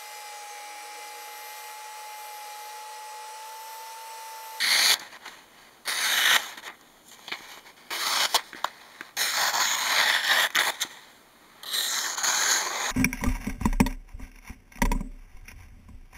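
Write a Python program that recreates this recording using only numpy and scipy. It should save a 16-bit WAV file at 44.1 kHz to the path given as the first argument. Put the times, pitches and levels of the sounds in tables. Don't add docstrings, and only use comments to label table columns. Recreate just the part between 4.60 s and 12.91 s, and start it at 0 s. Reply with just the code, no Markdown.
import sys
import numpy as np
from scipy import signal
from scipy.fft import rfft, irfft, next_fast_len
from scipy.io import wavfile

SR = 44100
rng = np.random.default_rng(int(sys.argv[2]) if len(sys.argv) > 2 else 0)


def elevation(decibels):
    levels = np.asarray(decibels, float)
    return 10 ** (levels / 20)


def master(y):
    cut = np.clip(np.atleast_2d(y).T, -1, 1)
    pcm = np.round(cut * 32767)
    wavfile.write(sys.argv[1], SR, pcm.astype(np.int16))


N = 366471

ZONE_TOPS_HZ = [280, 1300, 2700, 5000, 7860]


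def paper():
    cut = zone_gains(pushes(), edge_s=0.0013)
    rub = zone_gains(handling(), edge_s=0.0044)
    flutter = rms_one(elevation(0.68 * drift(150) + 0.65 * drift(24) + 0.14 * drift(4.5)))
    clumps = rms_one(elevation(1.1 * drift(43)))
    fibres = crackle(per_s=3500, spread_db=4.0, smooth=1.15)
    drive = np.where(cut[2] > rub[2], flutter, clumps) * fibres
    return elevation(.8) * sheet(cut + rub, drive, patchy_db=1.6, patch_rate=5.5)


def pushes():
    # [t/s, pressure as level/dB, slackness of sheet/dB, steepness of blade/dB]
    corner_cut = [
        [(0.0, -28, -19, -10), (0.132, -26.5, -11, -4.5), (0.342, -27.5, -8.5, 2)],
    ]
    strip_cut = [
        [(1.253, -45, -8, -5), (1.275, -42, -3.5, -12)],
        [(1.276, -31.5, -6.5, -2), (1.384, -32, -10, -5.5), (1.432, -30, -10, -2.5),
         (1.679, -24.5, -11.5, -6.5), (1.768, -20, -10.5, -7.5)],
    ]
    quick_cut = [
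        [(3.306, -33.5, 0, -6.5), (3.37, -36, -6, -2.5), (3.502, -33.5, 0, 2.5), (3.66, -28, -3.5, 1.5)],
        [(3.745, -27.5, 4.5, 6), (3.762, -24, -1.5, 2.5), (3.777, -35, 1, -19)],
    ]
    long_cut = [
        [(4.568, -35.5, -7, 0), (4.612, -30.5, -7, 4), (4.704, -32.5, -12, -0.5), (4.819, -29.5, 1.5, 0),
         (4.847, -29.5, -1.5, -1.5), (4.899, -31, -3, -0.5), (4.93, -43.5, 0, 0.5)],
        [(4.931, -36, 1.5, 4), (4.952, -31, 2.5, 2), (4.995, -34, 2, 0.5), (5.008, -27.5, -1, 2),
         (5.035, -29.5, -8, -0.5), (5.087, -34, -4.5, 4), (5.155, -32, -6.5, 1.5)],
        [(5.156, -42, 3, -1), (5.184, -35.5, -2, 1), (5.399, -25, -6, -7), (5.567, -27, -9.5, -7),
         (5.63, -35.5, -8, -7)],
        [(5.631, -31.5, -12.5, -4), (5.739, -23, -5, -8.5), (5.827, -23.5, -7.5, -8.5),
         (5.872, -28.5, -8, -12.5)],
    ]
    tear_out = [
        [(5.987, -25.5, -9, -12.5), (6.02, -25, -7, -10), (6.031, -34, -6, -7), (6.059, -31.5, -2, -5.5),
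         (6.105, -34, 5.5, -3.5)],
        [(6.2, -46.5, -11, -1), (6.22, -32, -14, 7.5), (6.24, -35.5, -5, -3)],
    ]
    slow_cut = [
        [(7.033, -49.5, 2, 2), (7.05, -53, 6, -8.5)],
        [(7.057, -48.5, 3, 1.1), (7.1, -48.5, -1, 1), (7.132, -43, -5.5, 1.3)],
        [(7.133, -34.5, -7.5, 1.5), (7.209, -38.5, -7.5, 4), (7.285, -39.5, -8, 6)],
        [(7.286, -38, -9, 8.3), (7.368, -35, -6, 6), (7.408, -40.5, -2, 10.4), (7.452, -36.5, -2.5, 5.3),
         (7.553, -43.5, 1, 8)],
        [(7.56, -47, 6.5, -5), (7.582, -36, -8, 7), (7.628, -41.5, 4, -3)],
        [(7.633, -36, -1, 7), (7.646, -32, -2, 5.5), (7.666, -35.5, -2, 4), (7.68, -31.5, -0.5, 5.5),
         (7.717, -32, -2, 4.5), (7.884, -32, -4, 4), (7.916, -29.5, -6.5, 6), (8.088, -38, 2, 0.5),
         (8.188, -35, 1.5, -1), (8.26, -32, -2, -1.5), (8.31, -35.5, 1, 0.5)],
    ]
    # [t/s, level/dB, slackness/dB, crispness/dB]
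    turn_over = [
        [(2.682, -46, 7, -13), (2.715, -58.5, -17, -1)],
        [(2.718, -31.5, -8, -25), (2.76, -49, -4, -28)],
    ]
    # [edge level/dB, hiss re fibres at start/dB, at end/dB]
    strip_colour = [(5, -0.5, -5), (2.5, 0, 3), (2, -0.5, -5), (10, -7, -2.5), (8, 0, -8), (2.5, -2, -9.5),
                    (4.5, -7, -2), (0.5, -4.5, -8.5), (-0.5, -11.5, -10.5), (1, -5, -8.5), (1, -12, -1),
                    (1.5, -0.5, 0), (2.5, -6, -8.5), (8.5, 5, 2), (11, 1.5, 1), (7, 0.5, -1),
                    (-0.5, -9.5, -13.5), (0.5, -15, -8), (-1, -12.5, -10)]
    edge_follows = 0.43
    cuts = corner_cut + strip_cut + turn_over + quick_cut + long_cut + tear_out + slow_cut
    for rows, (edge_db, first_db, last_db) in zip(cuts, strip_colour):
        s, level, slack, steep = np.transpose(rows)
        sheen = np.interp(s, s[[0, -1]], [first_db, last_db])
        yield s, level, slack, edge_db + edge_follows * steep, steep, sheen


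def handling():
    # [from t/s, to t/s, from level/dB, to level/dB, crispness/dB]
    rubs = [(0.341, 0.4, -36.5, -52, -7), (0.403, 0.486, -43, -51.5, 1.5), (.687, 0.854, -46, -60, 2),
            (1.769, 1.912, -36.5, -43.5, 6), (1.916, 1.97, -42.5, -54, 1.5),
            (1.975, 2.003, -40.5, -48, 3.5), (2.003, 2.028, -57, -57, -8), (2.03, 2.08, -48, -40, 3.5),
            (2.084, 2.157, -41, -58, -13), (0.528, 0.57, -45.5, -47.5, -3), (.657, 0.685, -40.5, -40, -1.5),
            (2.133, 2.42, -66, -64.5, 5.5), (2.515, 2.55, -54.5, -57, 13), (2.555, 2.686, -60.5, -55.5, 8),
            (2.74, 2.995, -50.5, -51.5, 4.5), (3.168, 3.305, -55, -59, 3.5), (3.665, 3.69, -39.5, -51, 8.5),
            (3.69, 3.743, -45.5, -40.5, 12), (3.782, 3.85, -37, -54, -1), (3.838, 3.936, -52, -58.5, 8.5),
            (3.956, 4.041, -44.5, -52.5, 1), (4.062, 4.128, -44.5, -52.5, -1), (4.132, 4.484, -54, -52, 1),
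            (4.49, 4.564, -51, -75, -4), (5.87, 5.95, -50, -52, -0.5), (6.11, 6.196, -46, -50, 5),
            (6.244, 6.633, -46.5, -65, 4)]
    # [peak t/s, peak level/dB, rise/s, fall/s, crispness/dB]
    rustles = [
        (.53, -50, 0.19, 0.12, 0),
        (0.657, -46, 0.089, 0.18, -0.5),
        (1.007, -54.5, 0.33, 0.43, 2),
        (2.49, -66, 0.091, 0.12, 23),
        (2.915, -46, 0.13, 0.16, 6.5),
        (3.075, -47.5, .075, 0.084, 1.5),
        (5.98, -29, .002, 0.007, -12),
        (6.32, -47, 0.17, 0.13, 5.5),
        (7.03, -56, 1, 0.0034, -4),
    ]
    depth_db = 24.5
    shapes = [([a, b], [in_db, out_db], crisp) for a, b, in_db, out_db, crisp in rubs]
    for s, db, rise, fall, crisp in rustles:
        shapes.append(([s - rise, s, s + fall], [db - depth_db, db, db - depth_db], crisp))
    for s, level, crisp in shapes:
        belly_db, edge_db, fibre_db, sheen_db = -3.5, -3.5 + 0.57 * crisp, -9 + crisp, -5
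        yield s, np.array(level), belly_db, edge_db, fibre_db, sheen_db


def zone_gains(events, edge_s):
    lows_db = -23.5
    t, out = np.arange(N) / SR, np.zeros((6, N))
    for s, main, belly, edge, fibre, sheen in events:
        inside = slice(max(0, int((s[0] - edge_s) * SR)), int((s[-1] + edge_s) * SR))
        gate = np.clip(np.minimum(t[inside] - s[0], s[-1] - t[inside]) / edge_s + 1, 0, 1)
        zones_db = [lows_db + (belly + edge) / 2, belly, 0, edge, fibre, fibre + sheen]
        for k, rel in enumerate(zones_db):
            gain = gate * elevation(np.interp(t[inside], s, main + rel))
            out[k, inside] = np.maximum(out[k, inside], gain)
    return out


def crackle(per_s, spread_db, smooth):
    top_smoothing = 1.3
    sizes = elevation(spread_db * np.minimum(rng.exponential(1, N), 5)) * rng.choice([-1, 1], N)
    born = rng.random(N) < per_s / SR
    clicks = rms_one(sizes * born) * [[1], [-1]]
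    hiss = rng.standard_normal((2, N))
    return np.r_[clicks + smooth * hiss, clicks + (smooth + top_smoothing) * hiss]


def sheet(gains, drive, patchy_db, patch_rate):
    # [f/Hz, level per Hz/dB]
    radiation = [(30, -26), (100, -29), (300, -13.5), (500, -11), (950, -1), (1400, -7.5), (1900, -0.5),
                 (2500, -9), (3900, -1.5), (5300, -7), (6500, -5), (8500, -15), (12000, -21), (15500, -23)]
    step = 256
    fine, coarse = np.arange(N), np.arange(N // step + 1) * step
    out, power = np.zeros((6, N)), np.zeros((6, len(coarse)))
    edges = np.r_[20 * 2 ** np.arange(0, 4, .5), 320 * 2 ** np.arange(0, 2, .2),
                  1280 * 2 ** np.arange(0, 2, .1), np.arange(5120, 16400, 450)]
    for k, (low, high) in enumerate(zip(edges, edges[1:])):
        hz = np.sqrt(low * high)
        patches_db = patchy_db * (1 if 600 < hz else .5) * drift(patch_rate, step)
        gain = elevation(at_hz(radiation, hz) + patches_db + bowing(hz, coarse / SR))
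        zone = np.searchsorted(ZONE_TOPS_HZ, hz)
        power[zone] += gain ** 2 * (high - low)
        source = drive[k % 2 + 2 * (zone >= 4)]
        out[zone] += np.interp(fine, coarse, gain) * band(source, low, high)
    steady = [z / np.interp(fine, coarse, np.sqrt(p)) for z, p in zip(out, power)]
    return sum(g * rms_one(z) for g, z in zip(gains, steady))


def bowing(hz, t):
    # [from t/s, to t/s, from f/Hz, to f/Hz]
    ringing = [(0, 0.34, 2060, 2400), (0, 0.31, 4340, 4430), (1.2, .4, 7050, 7000), (1.3, 1.78, 3800, 3840),
               (1.3, 2.2, 3080, 2930), (7.12, 7.36, 8500, 7950), (-0.3, 1.54, 9900, 9800),
               (1.45, 1.64, 13000, 13100), (-3, 3.1, 10500, 12000), (0.5, 3.4, 2900, 3150),
               (3.403, 3.62, 1220, 1170), (3.547, 3.8, 3090, 3160), (3, 3.788, 4800, 4500),
               (5, 4.795, 2200, 1350), (4.697, 5.4, 6900, 6640), (4.5, 5.1, 12900, 13800),
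               (5, 5.05, 4650, 4460), (5.5, 6.2, 9950, 10600), (5.45, 6.4, 3500, 3500),
               (2, 2.55, 6900, 7000), (5.5, 5.9, 1700, 1810), (3, 5.803, 5440, 5330),
               (4.5, 5.85, 12400, 12000), (4.5, 5.9, 14500, 14000), (4.57, 4.72, 10500, 9000),
               (5.2, 4.7, 9300, 8590), (5.5, 5.9, 2950, 2900), (.18, 0.22, 9000, 9000),
               (0.5, 0.16, 10600, 11000), (1.5, 1.48, 8000, 8900), (4, 3.55, 10200, 10600),
               (8.5, 8.03, 4200, 4350), (5.5, 7.35, 7740, 7400), (7, 7.4, 3900, 3900),
               (1, 1.58, 4550, 4500), (1.5, 2.5, 3600, 3460), (3, 3.45, 330, 320), (7.1, 7.5, 310, 200),
               (7.9, 8.2, 320, 230), (5, 5.3, 1000, 1030), (1.25, 1.45, 5300, 4700), (2.5, 3.4, 2300, 2300),
               (7, 7.5, 1830, 1800), (4.57, 4.7, 4100, 3870), (6.5, 7.3, 11500, 11700),
               (7, 7.275, 3160, 3200), (7.087, 7.31, 3820, 3930), (7.5, 8.31, 6570, 6560),
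               (6.5, 8.01, 1020, 1600), (6.5, 8.1, 13200, 13100), (7.5, 8.05, 10900, 10100)]
    # [from t/s, to t/s, from f/Hz, to f/Hz]
    cancelling = [(0, .22, 6800, 7200), (.25, .36, 8300, 8200), (0, .08, 13500, 13000),
                  (1.25, 1.8, 7600, 6600), (1.25, 1.36, 6400, 6400), (1.25, 1.4, 12200, 12000),
                  (3.3, 3.5, 8400, 8400), (3.45, 3.7, 1700, 1900), (4.55, 4.75, 5700, 5900),
                  (4.55, 4.66, 7200, 7200), (4.6, 4.88, 13500, 11300), (4.85, 5.3, 11000, 12500),
                  (5.3, 5.45, 12800, 13300), (4.85, 5.2, 9200, 9450), (5.1, 5.35, 10500, 10000),
                  (5.3, 5.85, 7200, 9200), (5.7, 6.12, 8300, 8400), (5.45, 5.9, 6500, 6700),
                  (5.9, 6.12, 6000, 6100), (4.75, 5.0, 3850, 3800), (4.7, 5.05, 3100, 2900),
                  (5.05, 5.3, 4500, 4950), (4.8, 5.05, 2200, 2200), (4.55, 4.7, 1300, 900),
                  (5.75, 5.95, 4200, 4400), (7.05, 7.3, 7200, 5900), (7.15, 7.3, 10500, 10200),
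                  (7.55, 8.05, 9200, 8900), (8.03, 8.2, 9000, 9700), (8.15, 8.35, 10300, 10000),
                  (7.55, 8.1, 11300, 11300), (7.5, 7.65, 13200, 13300), (7.7, 8.1, 14000, 15200),
                  (7.05, 7.3, 14000, 14200), (7.3, 8.35, 2700, 3050), (7.45, 8.1, 3600, 3650),
                  (7.05, 7.3, 950, 1050), (7.6, 7.8, 2000, 1900), (4.7, 5.9, 420, 300),
                  (1.25, 1.5, 3000, 3000), (1.82, 2.15, 3100, 2800), (2.62, 2.82, 1450, 1450),
                  (7.6, 7.8, 500, 500), (5.25, 5.6, 14300, 14000)]
    ring_db, cancel_db, fade_s = 8, -9, .05
    lifts = np.repeat([ring_db, cancel_db], [len(ringing), len(cancelling)])
    panels = np.c_[ringing + cancelling, lifts]
    lowest, highest = panels[:, 2:4].min(axis=1), panels[:, 2:4].max(axis=1)
    close = (lowest * .75 - 400 < hz) & (hz < highest * 1.2 + 400) & (hz > ZONE_TOPS_HZ[0])
    start, end, from_hz, to_hz, lift_db = panels[close].T[:, :, None]
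    centre = from_hz + (to_hz - from_hz) * np.clip((t - start) / (end - start), 0, 1)
    width_hz = 150 + .03 * centre
    near = np.exp(-((hz - centre) / width_hz) ** 2)
    active = np.clip(np.minimum(t - start, end - t) / fade_s + .5, 0, 1)
    return np.sum(lift_db * near * active, axis=0)


def snaps():
    # [t/s, peak level/dB, ring f/Hz, thump re peak/dB, crack re peak/dB]
    creases = [(0.394, -32, 4700, -17, -19), (0.3965, -25, 4600, -23, -14), (.419, -31, 1500, -9, -25),
               (.657, -33, 2000, -20, -25), (.68, -28, 4230, -17, -20), (0.525, -37, 4620, -16, -18),
               (1.976, -33, 1940, -11, -22), (2.211, -44, 993, -17, -6), (2.592, -33.5, 990, -29, -17),
               (2.68, -21.5, 3300, -21, -32), (2.718, -19, 2300, -17, -25), (2.7235, -15, 2300, -20, -30),
               (2.731, -22.5, 3550, -23, -30), (2.806, -31.5, 795, -10, -25), (2.484, -39, 10500, -40, -19),
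               (2.079, -24, 1970, -21, -17), (2.099, -27, 1500, -15, -30), (2.974, -28.5, 950, -18, -28),
               (3.931, -23.5, 1650, -15, -33), (3.932, -33, 3500, -30, -30), (3.947, -27.5, 1740, -5, -25),
               (4.0424, -19, 3420, -21, -14), (4.0428, -23, 1770, -26, -23), (4.0446, -19, 3620, -35, -20),
               (4.0448, -8, 1050, -27, -25), (4.409, -20, 1690, -15, -19), (6.249, -32, 1980, -1.5, -23)]
    # [t/s, peak level/dB, ring f/Hz, crack re peak/dB]
    catches = [(0.282, -12.5, 4160, -19), (3.75, -16, 4600, -12), (5.926, -46, 6500, 0),
               (4.057, -27, 1700, -12), (.312, -9, 3300, -19), (1.73, -9, 2700, -22),
               (5.904, -24.5, 2000, -13), (5.948, -16, 1800, -17), (5.954, -8.5, 3480, -15),
               (5.9595, -7.5, 1840, -16), (5.966, -9, 1870, -13), (5.972, -10, 1900, -17),
               (5.976, -10, 2000, -25), (5.99, -10, 3700, -24), (7.463, -18.5, 1670, -14),
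               (7.644, -13.5, 1450, -14), (6.034, -13, 1900, -13), (6.01, -10, 1900, -18),
               (5.012, -12.5, 1100, -22)]
    # [t/s,
    # peak level/dB, ring f/Hz]
    ticks = [(4.7375, -17, 1310), (4.8947, -14, 1550), (4.9401, -15, 4290), (4.953, -14, 1000),
             (5.0024, -11, 1720), (5.0563, -16.5, 1700), (5.1356, -14, 1040), (5.185, -15, 1940),
             (5.2234, -19.5, 921), (5.2538, -17, 1670), (5.2788, -13, 1960), (5.3182, -10, 1850),
             (5.644, -15, 1840), (5.6784, -10, 3350), (5.7128, -12, 1740), (5.7323, -8, 1960),
             (5.7991, -7, 1760),
             (7.1423, -13, 3900), (7.1984, -16, 4000), (7.3419, -14, 3830), (7.3886, -16, 4300),
                  (7.4453, -17, 1820), (7.5744, -19, 4370), (7.5809, -13, 1030), (7.6376, -15, 1480),
                  (7.6713, -12, 4240), (7.7885, -18, 1560), (7.8048, -17, 1360), (7.8227, -14, 1850),
                  (7.8892, -13.5, 1650), (7.903, -11.5, 4320), (7.96, -15, 1830), (8.0503, -19, 918),
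             (5.9965, -7.5, 1830),
        (6.052, -11, 1950),
        (6.0811, -12, 1900),
        (6.1006, -12, 1880),
    ]
    catch_thump_db, tick_db, tick_crack_db, t60_s = -29, -4, -14.5, 0.016
    events = creases + [(s, db, hz, catch_thump_db, crack_db) for s, db, hz, crack_db in catches]
    for s, db, hz in ticks:
        events.append((s, db + tick_db, hz, catch_thump_db, tick_crack_db))

    out, t = np.zeros(N + 2000), np.arange(2000) / SR
    fade = elevation(-60 * t / t60_s)
    jolts = rng.standard_normal((len(events), len(t)))
    cracks = rms_one(band(jolts, 4900, 7400) + 0.32 * band(jolts, 6800, 13800)) * fade ** 1.84
    thump = np.sin(2 * np.pi * 330 * t) * fade ** 0.59
    for (s, peak_db, ring_hz, thump_db, crack_db), jolt, crack in zip(events, jolts, cracks):
        onset = np.minimum(t * ring_hz * 2, 1)
        ring = np.sin(2 * np.pi * ring_hz * t) * fade ** 1.54 * onset
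        tail = rms_one(band(jolt, 0.63 * ring_hz, 1.53 * ring_hz)) * fade ** 0.5
        burst = 0.87 * ring + 0.29 * tail + elevation(crack_db + 7.0) * crack + elevation(thump_db + 2.0) * thump
        first = round(s * SR)
        out[first:first + len(t)] += elevation(peak_db) * burst
    return band(out[:N], 150, 20000)


def room(x):
    t60_s, gap_s = .12, .002
    t = np.arange(SR // 4) / SR
    tail = rng.standard_normal(len(t)) * elevation(-60 * t / t60_s) * (t > gap_s)
    return signal.fftconvolve(x, tail / np.sqrt(np.sum(tail ** 2)))[:N]


def room_tone():
    # [f/Hz, level/dB]
    hiss_colour = [(15, -29), (25, 4), (59, -10), (281, 2.5), (482, -1.5), (945, 0), (2010, -9.5),
                   (2700, -7), (3340, -9), (5580, -11.5), (15500, -17.5)]
    # [f/Hz, level/dB]
    hum_lines = [(231.5, -73.5)]
    size = next_fast_len(N)
    colour = elevation(at_hz(hiss_colour, np.fft.rfftfreq(size, 1 / SR) + 1))
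    hiss = irfft(rfft(rng.standard_normal(size)) * colour, size)[:N]
    t = np.arange(N) / SR
    hum = sum(elevation(db) * np.sqrt(2) * np.sin(2 * np.pi * hz * t) for hz, db in hum_lines)
    return elevation(-56) * rms_one(hiss) + hum


def rms_one(x):
    return x / np.sqrt(np.mean(x ** 2) + 1e-20)


def band(x, low_hz, high_hz):
    return signal.sosfilt(signal.butter(2, [low_hz, high_hz], "band", fs=SR, output="sos"), x)


def drift(rate, step=1):
    r = np.exp(-2 * np.pi * step * rate / SR)
    noise = rng.standard_normal(N // step + 3001)
    settled = signal.lfilter([1], [1, -2 * r, r * r], noise)[3000:]
    return rms_one(settled)[:N]


def at_hz(points, hz):
    point_hz, point_db = np.transpose(points)
    return np.interp(np.log(hz), np.log(point_hz), point_db)


def scene():
    near = paper() + snaps()
    return (near + elevation(-16) * room(near) + room_tone())[None]


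def roll_off(x):
    return signal.sosfilt(signal.butter(12, 16450, fs=SR, output="sos"), x)


def record(dry):
    # [f/Hz, width/Hz]
    notches = [(2705, 364), (4996, 510), (5696, 460), (7860, 790)]
    for hz, width_hz in notches:
        dry = signal.lfilter(*signal.iirnotch(hz, hz / width_hz, fs=SR), dry)
    top_cut = signal.ellip(12, .3, 70, 15700, fs=SR, output="sos")
    mix = signal.sosfilt(top_cut, dry)
    return roll_off(mix)


dry = scene()
out = record(dry)
master(out)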